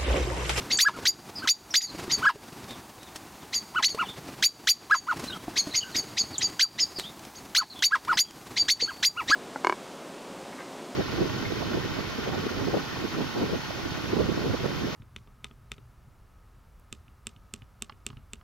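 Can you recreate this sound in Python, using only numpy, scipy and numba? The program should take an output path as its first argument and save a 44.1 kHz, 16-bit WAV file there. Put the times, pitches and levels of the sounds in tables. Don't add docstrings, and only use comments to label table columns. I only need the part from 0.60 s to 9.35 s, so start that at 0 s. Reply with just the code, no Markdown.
import sys
import numpy as np
from scipy import signal
from scipy.fft import rfft, irfft, next_fast_len
from scipy.io import wavfile
from scipy.ndimage import map_coordinates
from numba import njit

SR = 44100
rng = np.random.default_rng(int(sys.argv[2]) if len(sys.argv) > 2 else 0)


def store_wav(level_fs):
    pcm = np.round(np.clip(np.atleast_2d(level_fs), -1, 1) * 32767)
    wavfile.write(sys.argv[1], SR, pcm.T.astype(np.int16))


N = 385875
T = np.arange(N) / SR


def blackbirds():
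    # start_s, sweep_s, level_db, low_hz, glide_hz (ending at low_hz), high_db, edge_db
    calls = [(0.096, 0.021, -14, 4580, -37, -4, -14), (0.184, 0.024, 2.5, 4690, 192, 1.5, -7.5),
             (.451, 0.019, -1, 4796, 150, 0.5, -13), (0.872, .018, 1, 4720, 120, 2, -15),
             (1.138, 0.019, 0.5, 4775, 80, 0.5, -15), (1.199, .016, -17, 4630, -260, 1.5, -9.5),
             (1.49, 0.024, -14.5, 4540, -270, 1, -13), (2.921, 0.021, -17.5, 4590, -250, 1, -9.5),
             (3.222, 0.024, -5.5, 4540, 164, -1.5, -15.5), (3.27, 0.019, -21.5, 4365, -350, -2, -11),
             (3.823, .018, 2, 4687, 98, -1.5, -9.5), (4.07, .02, 3.5, 4666, -60, 0, -9),
             (4.335, 0.013, -18.5, 4640, -40, 2.5, -11.5), (4.952, 0.024, -13.5, 4276, -400, 0, -12),
             (5.13, 0.025, -14.5, 4520, -380, 2.5, -15), (5.337, 0.024, -16.5, 4520, -440, 2, -10),
             (5.563, 0.019, -14.5, 4460, -450, -0.5, -20), (5.801, .022, -16, 4654, -210, 1, -22),
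             (5.991, .021, -1, 4722, 122, -6, -15), (6.176, .022, -15, 4660, -600, -4, -19),
             (6.74, 0.014, -36.5, 4420, -340, 5, -22), (6.947, 0.019, 0.5, 4580, 338, -4, -11),
             (7.221, 0.02, 0.5, 4650, 120, -2, -12), (7.569, 0.022, -2, 4765, 144, 1.5, -11),
             (7.955, 0.023, -14.5, 4645, -95, -9.5, -21), (8.08, 0.022, -2.5, 4560, 110, -2.5, -13),
             (8.19, 0.022, -14.5, 4440, -200, -8, -23), (8.424, 0.026, -3.5, 4770, 101, -0.5, -12),
             (8.67, 0.033, -14.5, 4340, -390, -6, -15)]
    # freq_hz, gain_db
    far_path = [(1500, 0), (3000, 3), (4600, 0), (7000, 0.5), (12500, -6)]
    near_above_db = -9
    near_calls = [c for c in calls if c[2] > near_above_db]
    far_calls = [c for c in calls if c[2] <= near_above_db]
    near = chinks(near_calls, base_attack_s=.0069, base_hold_s=.034, rasp_db=-5, base_high_hz=6970)
    far = chinks(far_calls, base_attack_s=.024, base_hold_s=.047, rasp_db=-.5, base_high_hz=6799)
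    near = garden_echo(near, wet_db=-16, t60_s=.54, scatter=17.4)
    return near + garden_echo(colour(far, far_path), wet_db=-7, t60_s=.85, scatter=12)


def chinks(calls, base_attack_s, base_hold_s, rasp_db, base_high_hz):
    # freq_hz, gain_db
    throat = [(100, -31), (600, -19.5), (1300, -9), (2100, -8), (2900, -7), (4600, -0.5), (6800, -1.5),
              (8200, -5), (9500, -5.5), (11400, 1), (14000, -8)]
    out = np.zeros(N)
    for start_s, sweep_s, level_db, low_hz, glide_hz, high_db, edge_db in calls:
        above_hz = low_hz - 4662
        attack_s = max(base_attack_s + .63 * (sweep_s - .02), .002)
        hold_s = base_hold_s + .000018 * above_hz
        high_hz = base_high_hz + .31 * above_hz
        add(out, start_s, chink(attack_s, sweep_s, hold_s, level_db, rasp_db, high_db, edge_db,
                                low_hz - glide_hz, low_hz, high_hz))
    return colour(out, throat)


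def chink(attack_s, sweep_s, hold_s, level_db, rasp_db, high_db, edge_db, first_hz, last_hz, high_hz):
    t = np.arange(int((sweep_s + hold_s + .02) * SR)) / SR
    u = t - sweep_s
    force = np.clip((level_db + 15) / 10, 0, 1)
    soft = 1 - force

    creep_hz = np.interp(t / sweep_s, [0, .45, 1], [1300 + 300 * soft, 1900, 2250])
    held_hz = first_hz + (last_hz - first_hz) * ramp((u - .006) / (hold_s * .637))
    held_hz += 200 * soft * np.exp(-(u / .0098) ** 2)
    lower_hz = creep_hz + (held_hz - creep_hz) * ramp((u + .0052) / .0125)
    climb = 1 - np.exp(-(np.maximum(u + .0035, 0) / (.0055 + .0037 * force)) ** 1.3)
    sag_hz = (550 - 330 * force) * ramp((u - hold_s * .546) / (hold_s * .59))
    upper_hz = creep_hz + (high_hz - creep_hz) * climb - sag_hz
    harsh = 1 - ramp((u + .0017) / .007)
    jitter = .004 + .007 * soft + .028 * harsh
    low_rad = phase(lower_hz * (1 + jitter * wander(t, 895)))
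    high_rad = phase(upper_hz * (1 + jitter * wander(t, 940)))

    rasp = sum(amp(db) * np.sin(k * low_rad) * ramp((9000 - k * lower_hz) / 2500)
               for k, db in enumerate([1.5, 0, -9, -8.5, -12, -18], 1))
    rasp += .27 * soft * np.sin(low_rad)
    rasp *= 1 + (.1 + .39 * soft) * np.sin(low_rad / 2) + .59 * wander(t, 2474)
    rasp *= ramp(t / attack_s) * (1 - ramp((u + .0024) / .011))

    low_voice = np.sin(low_rad) * ramp((u + .011) / .018)
    low_voice *= 1 - ramp((u - hold_s + .0082) / .0087)
    high_voice = amp(high_db) * np.sin(high_rad) * ramp((u + .0017) / .0018)
    high_voice *= 1 - ramp((u - hold_s + .021) / .027)
    pair = (low_voice + high_voice) / np.hypot(1, amp(high_db))

    edge = amp(edge_db)
    octave = (.34 + .13 * force) * high_voice * np.sin(high_rad)
    pair += edge * (.95 * pair ** 2 + octave) - 1.7 * edge ** 2 * (pair ** 3 - pair)
    voice = .58 * pair + .4 * amp(rasp_db) * rasp
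    voice *= 1 - .54 * soft * np.exp(-(u / .0042) ** 2)
    airflow = .08 + .65 * np.exp(-((u - .003) / .013) ** 2)
    hiss = edge * np.abs(voice) * rng.standard_normal(len(t)) * airflow
    return amp(level_db) * (voice + hiss)


def chooks():
    # top_s, top_hz, level_db, second_harmonic_db
    calls = [(.269, 1701, -6.5, -47), (0.35, 1450, -34, -18), (0.837, 1573, -30.5, -18),
             (1.642, 1537, -19, -19), (1.677, 1676, -5.5, -34), (3.172, 1492, -18.5, -14.5),
             (3.403, 1435, -22, -7), (4.33, 1688, -6, -47), (4.498, 1474, -18.5, -54),
             (6.032, 1625, -31.5, -24), (6.996, 1513, -17, -44), (7.337, 1653, -10, -43),
             (7.503, 1469, -17, -36), (8.292, 1615, -31, -12), (8.585, 1438, -25.5, -3.5),
             (8.735, 1710, -2, -27)]
    # delay_s, gain_db
    bounces = [(.00302, -8), (.0085, -20)]
    breath_hz_db = [(600, .5), (2000, 15.5), (4500, -38), (8000, -6.5), (15000, -15.5)]
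    rise_s = .029
    out = np.zeros(N)
    for top_s, top_hz, level_db, second_harmonic_db in calls:
        fall_s = .03 * (1622 / top_hz) ** 2.8
        t = np.arange(-int(1.2 * rise_s * SR), int(1.2 * fall_s * SR)) / SR
        u = np.where(t < 0, t / rise_s, t / fall_s)
        arch = np.exp(-np.abs(u / .68) ** 2.29)
        flank = 1 - arch
        depth = np.where(t < 0, .41, .48)
        jitter = (.01 + .034 * flank) * wander(t, 906)
        rad = phase(top_hz * (1 - depth * flank) * (1 + jitter))
        tone = np.sin(rad) + amp(second_harmonic_db) * arch * np.sin(2 * rad)
        overtones = sum(amp(db) * np.sin(k * rad) for k, db in enumerate([2, 1, -9, -3.5], 2))
        breath = colour(rng.standard_normal(len(t)), breath_hz_db)
        crack = np.exp(-((u - .55) / .34) ** 2)
        hoarse = (.015 + .21 * flank ** 2 + .016 * crack) * (1 + .42 * wander(t, 1233))
        voice = tone + hoarse * (overtones + breath)
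        swell = np.exp(-((u - .12) / .66) ** 2) * ramp((u + 1.18) / .12) * ramp((1.3 - u) / .11)
        shudder = 1 + .49 * flank * wander(t, 328)
        add(out, top_s + t[0], amp(level_db) * swell * shudder * voice)
    return out + sum(amp(db) * np.interp(T - delay_s, T, out) for delay_s, db in bounces)


def chips():
    # start_s, length_s, first_hz, last_hz, level_db
    flicks = [(0.172, 0.0127, 5930, 8270, -20), (5.781, 0.012, 5460, 8120, -19.5)]
    out = np.zeros(N)
    for start_s, length_s, first_hz, last_hz, level_db in flicks:
        t = np.arange(int(length_s * SR)) / SR
        pitch_hz = last_hz + (first_hz - last_hz) * np.exp(-t / length_s / .25)
        pitch_hz *= 1 + .09 * wander(t, 1380)
        swell = ramp(t / .0012) * ramp((1 - t / length_s) / .9)
        add(out, start_s, amp(level_db) * swell * np.sin(phase(pitch_hz)))
    return out


def sparrows():
    # start_s, length_s, middle_hz, slide_hz, level_db
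    slurs = [(0.753, 0.054, 4870, -1070, -35.5), (1.105, 0.017, 5630, -1000, -32),
             (1.27, 0.037, 4330, -170, -37), (2.09, 0.064, 3660, -340, -45),
             (3.436, 0.038, 3300, -970, -43), (3.476, 0.048, 3600, 0, -38.5),
             (4.669, 0.047, 4030, -500, -39.5), (4.693, 0.083, 1478, -360, -41.5),
             (4.722, 0.025, 3240, 350, -35), (5.109, 0.039, 4040, -440, -41),
             (5.207, .033, 3070, -440, -36), (5.235, 0.084, 1533, -210, -42.5),
             (5.724, 0.046, 4130, -1800, -37), (5.793, 0.019, 3250, -2, -36.5),
             (6.357, 0.054, 4510, -1460, -34.5), (6.43, 0.07, 3550, 800, -41),
             (7.098, 0.044, 4200, -1000, -38), (7.154, 0.062, 3430, -260, -41.5),
             (7.53, 0.035, 5090, -150, -38), (7.646, .066, 3300, -290, -47)]
    twitter = [(rng.uniform(0, T[-1]), .05, rng.normal(3800, 590), rng.normal(-600, 600), -55.5)
               for _ in range(12)]
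    out = np.zeros(N)
    for start_s, length_s, middle_hz, slide_hz, level_db in slurs + twitter:
        t = np.arange(int(length_s * SR)) / SR
        u = t / length_s
        swell = ramp(u / .099) * ramp((1 - u) / .16)
        swell *= amp(3.8 * wander(t, 253) - 2.5)
        pitch_hz = middle_hz * (1 - .077 * (2 * u - 1) ** 2) + slide_hz * (u - .5)
        pitch_hz *= 1 + .03 * wander(t, 682)
        add(out, start_s, amp(level_db) * swell * np.sin(phase(pitch_hz)))
    return out


def tray_taps(flutter_db):
    # start_s, knock_db, tick_db, tick_decay_s
    loud_taps = [(.388, -29.5, -60, 0.0026), (1.349, -30.5, -50, 0.0028), (1.48, -29, -52, .003),
                 (1.758, -30.5, -46, 0.0045), (2.108, -34.5, -37, .0025), (2.43, -44, -42, 0.0064),
                 (2.559, -56, -34.5, 0.0096), (3.347, -27, -36.5, 0.0089), (3.689, -32.5, -58, .004),
                 (4.64, -36, -39.5, 0.033), (4.881, -25, -61, .003), (5.071, -27, -41, 0.013),
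                 (6.386, -30, -35.5, .025), (6.397, -52, -22, 0.0012), (6.65, -58, -40.5, .0066),
                 (7.191, -40, -39, 0.0039), (7.709, -46, -35, 0.0022), (8.225, -28, -52, .004),
                 (8.698, -27.5, -52, .004)]
    # freq_hz, level_db, t60_s
    modes = [(170, -44, .05), (274, -41, 0.013), (335, 7, 0.052), (510, 1.5, 0.034), (870, -3, 0.022)]
    tick_hz_db = [(500, 2), (5000, 5.5), (9000, -.5), (15000, -12)]
    busy = np.cumsum(amp(flutter_db) ** 2)
    step_times_s = np.interp(rng.random(14), busy / busy[-1], T)
    steps = [(start_s, rng.normal(-43, 3), rng.normal(-43.5, 3), .0037) for start_s in step_times_s]
    out, t = np.zeros(N), np.arange(SR // 10) / SR
    for start_s, knock_db, tick_db, tick_decay_s in loud_taps + steps:
        wood = sum(amp(db - 60 * t / t60_s) * np.sin(2 * np.pi * hz * rng.normal(1, .19) * t)
                   for hz, db, t60_s in modes)
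        tick = colour(rng.standard_normal(len(t)) * np.exp(-t / tick_decay_s), tick_hz_db)
        add(out, start_s, .5 * amp(knock_db) * wood + amp(tick_db) * tick)
    return out


def flutter_level_db():
    # start_s, length_s, level_db
    rushes = [(0, .14, -38.5), (.3, .16, -37), (0.595, .25, -43), (1.33, .31, -38.5), (1.843, .37, -42.5),
              (3.43, 0.47, -42.5), (4.57, .19, -39), (4.829, .26, -41.5), (5.304, .58, -42.5),
              (6.307, 0.099, -44.5), (7.5, .09, -42.5), (7.88, .42, -44), (8.66, .09, -40)]
    attack_s, release_s, stir_db = .073, .075, -47
    gain = amp(stir_db)
    for start_s, length_s, level_db in rushes:
        gate = ramp(1 + (T - start_s) / attack_s) * ramp(1 - (T - start_s - length_s) / release_s)
        gain = np.maximum(gain, amp(level_db) * gate)
    return 20 * np.log10(gain)


def wings(flutter_db):
    # freq_hz, gain_db
    spectrum = [(15, -42), (25, -12), (122, 2.5), (340, 3.5), (482, -4.5), (582, -6), (1170, -6.5),
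                (1300, -10), (2560, -12), (3340, -15), (4620, -14.5), (5580, -17), (14300, -29),
                (15500, -47)]
    feather_hz_db = [(400, 0), (1500, 20), (5000, -31), (9000, -16.5), (15000, -15)]
    beat = np.sin(phase(24 + 4 * wander(T, 4.9)))
    air = noise(spectrum) * amp(flutter_db - 2.5 + 1.32 * beat + 3.54 * wander(T, 70))
    feather_db = -60.5 + 2.2 * (flutter_db + 41) + 2 * beat + 2 * wander(T, 170)
    return air + noise(feather_hz_db) * amp(feather_db)


def garden_hush():
    # freq_hz, gain_db
    spectrum = [(15, -44), (25, -59), (59, -0.5), (148, -15), (297, -5.5), (523, -10), (762, -1.5),
                (1080, -5.5), (1850, -13.5), (2850, -17), (4620, -16.5), (5140, -17.5), (6730, -15.5),
                (7300, -18), (15500, -21.5)]
    return noise(spectrum) * amp(-50.5 + .17 * wander(T, 10))


def garden_echo(x, wet_db, t60_s, scatter):
    # delay_s, gain_db
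    echoes = [(.0013, -33), (.0047, -16), (.0095, -14.5), (.019, -23)]
    tail_hz_db = [(800, -44), (2000, -3), (4700, 3), (7000, -.5), (12000, -3)]
    t = np.arange(int(.7 * SR)) / SR
    decay = amp(-60 * t / t60_s) + scatter * np.exp(-t / .014)
    tail = rng.standard_normal(len(t)) * decay * ramp(t / .003)
    tail = colour(amp(wet_db) * tail / np.linalg.norm(tail), tail_hz_db)
    wet = signal.fftconvolve(x, tail)[:N]
    lag_s = .00004 * wander(T, 140)
    wet = map_coordinates(wet, [(T - lag_s) * SR], order=3)
    early = sum(amp(db) * np.pad(x, (int(delay_s * SR), 0))[:N] for delay_s, db in echoes)
    return x + early + wet


def amp(db):
    return 10 ** (np.asarray(db) / 20)


def add(out, start_s, x):
    i = max(int(start_s * SR), 0)
    out[i:i + len(x)] += x[:max(len(out) - i, 0)]


def colour(x, hz_db):
    hz, db = np.transpose(hz_db)
    size = next_fast_len(len(x) + 2048)
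    bins_hz = np.maximum(np.fft.rfftfreq(size, 1 / SR), 1)
    gain = amp(np.interp(np.log(bins_hz), np.log(hz), db))
    return irfft(rfft(x, size) * gain, size)[:len(x)]


def noise(hz_db):
    x = colour(rng.standard_normal(N), hz_db)
    return x / np.sqrt(np.mean(x ** 2))


def wander(t, rate_hz):
    u = (t - t[0]) * rate_hz
    count = int(u[-1]) + 2
    return np.interp(u, np.arange(count), rng.standard_normal(count))


def ramp(u):
    return np.sin(np.pi / 2 * np.clip(u, 0, 1)) ** 2


def phase(hz):
    return 2 * np.pi * np.cumsum(hz) / SR


@njit
def follow(x, attack, release):
    out, peak = np.empty(len(x)), 0.
    for i in range(len(x)):
        peak += (x[i] - peak) * (attack if x[i] > peak else release)
        out[i] = peak
    return out


def scene():
    birds = blackbirds()
    birds += garden_echo(chooks(), wet_db=-12, t60_s=.23, scatter=3.9)
    birds += garden_echo(chips(), wet_db=-16, t60_s=.54, scatter=17.4)
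    birds += garden_echo(sparrows(), wet_db=-2.5, t60_s=.5, scatter=6)
    flutter_db = flutter_level_db()
    return np.tile(birds + tray_taps(flutter_db) + wings(flutter_db) + garden_hush(), (2, 1))


def record(dry, ceiling_db=-13.5, attack_s=.00008, release_s=.15, headroom_db=-1, top_hz=15800):
    rounded = amp(headroom_db) * np.tanh(dry / amp(headroom_db))
    peak = follow(np.abs(rounded[0]), 1 - np.exp(-1 / (attack_s * SR)), 1 / (release_s * SR))
    limited = rounded / np.maximum(peak / amp(ceiling_db), 1)
    return signal.sosfilt(signal.ellip(8, .2, 70, top_hz, fs=SR, output="sos"), limited)


dry = scene()
out = record(dry)
store_wav(out)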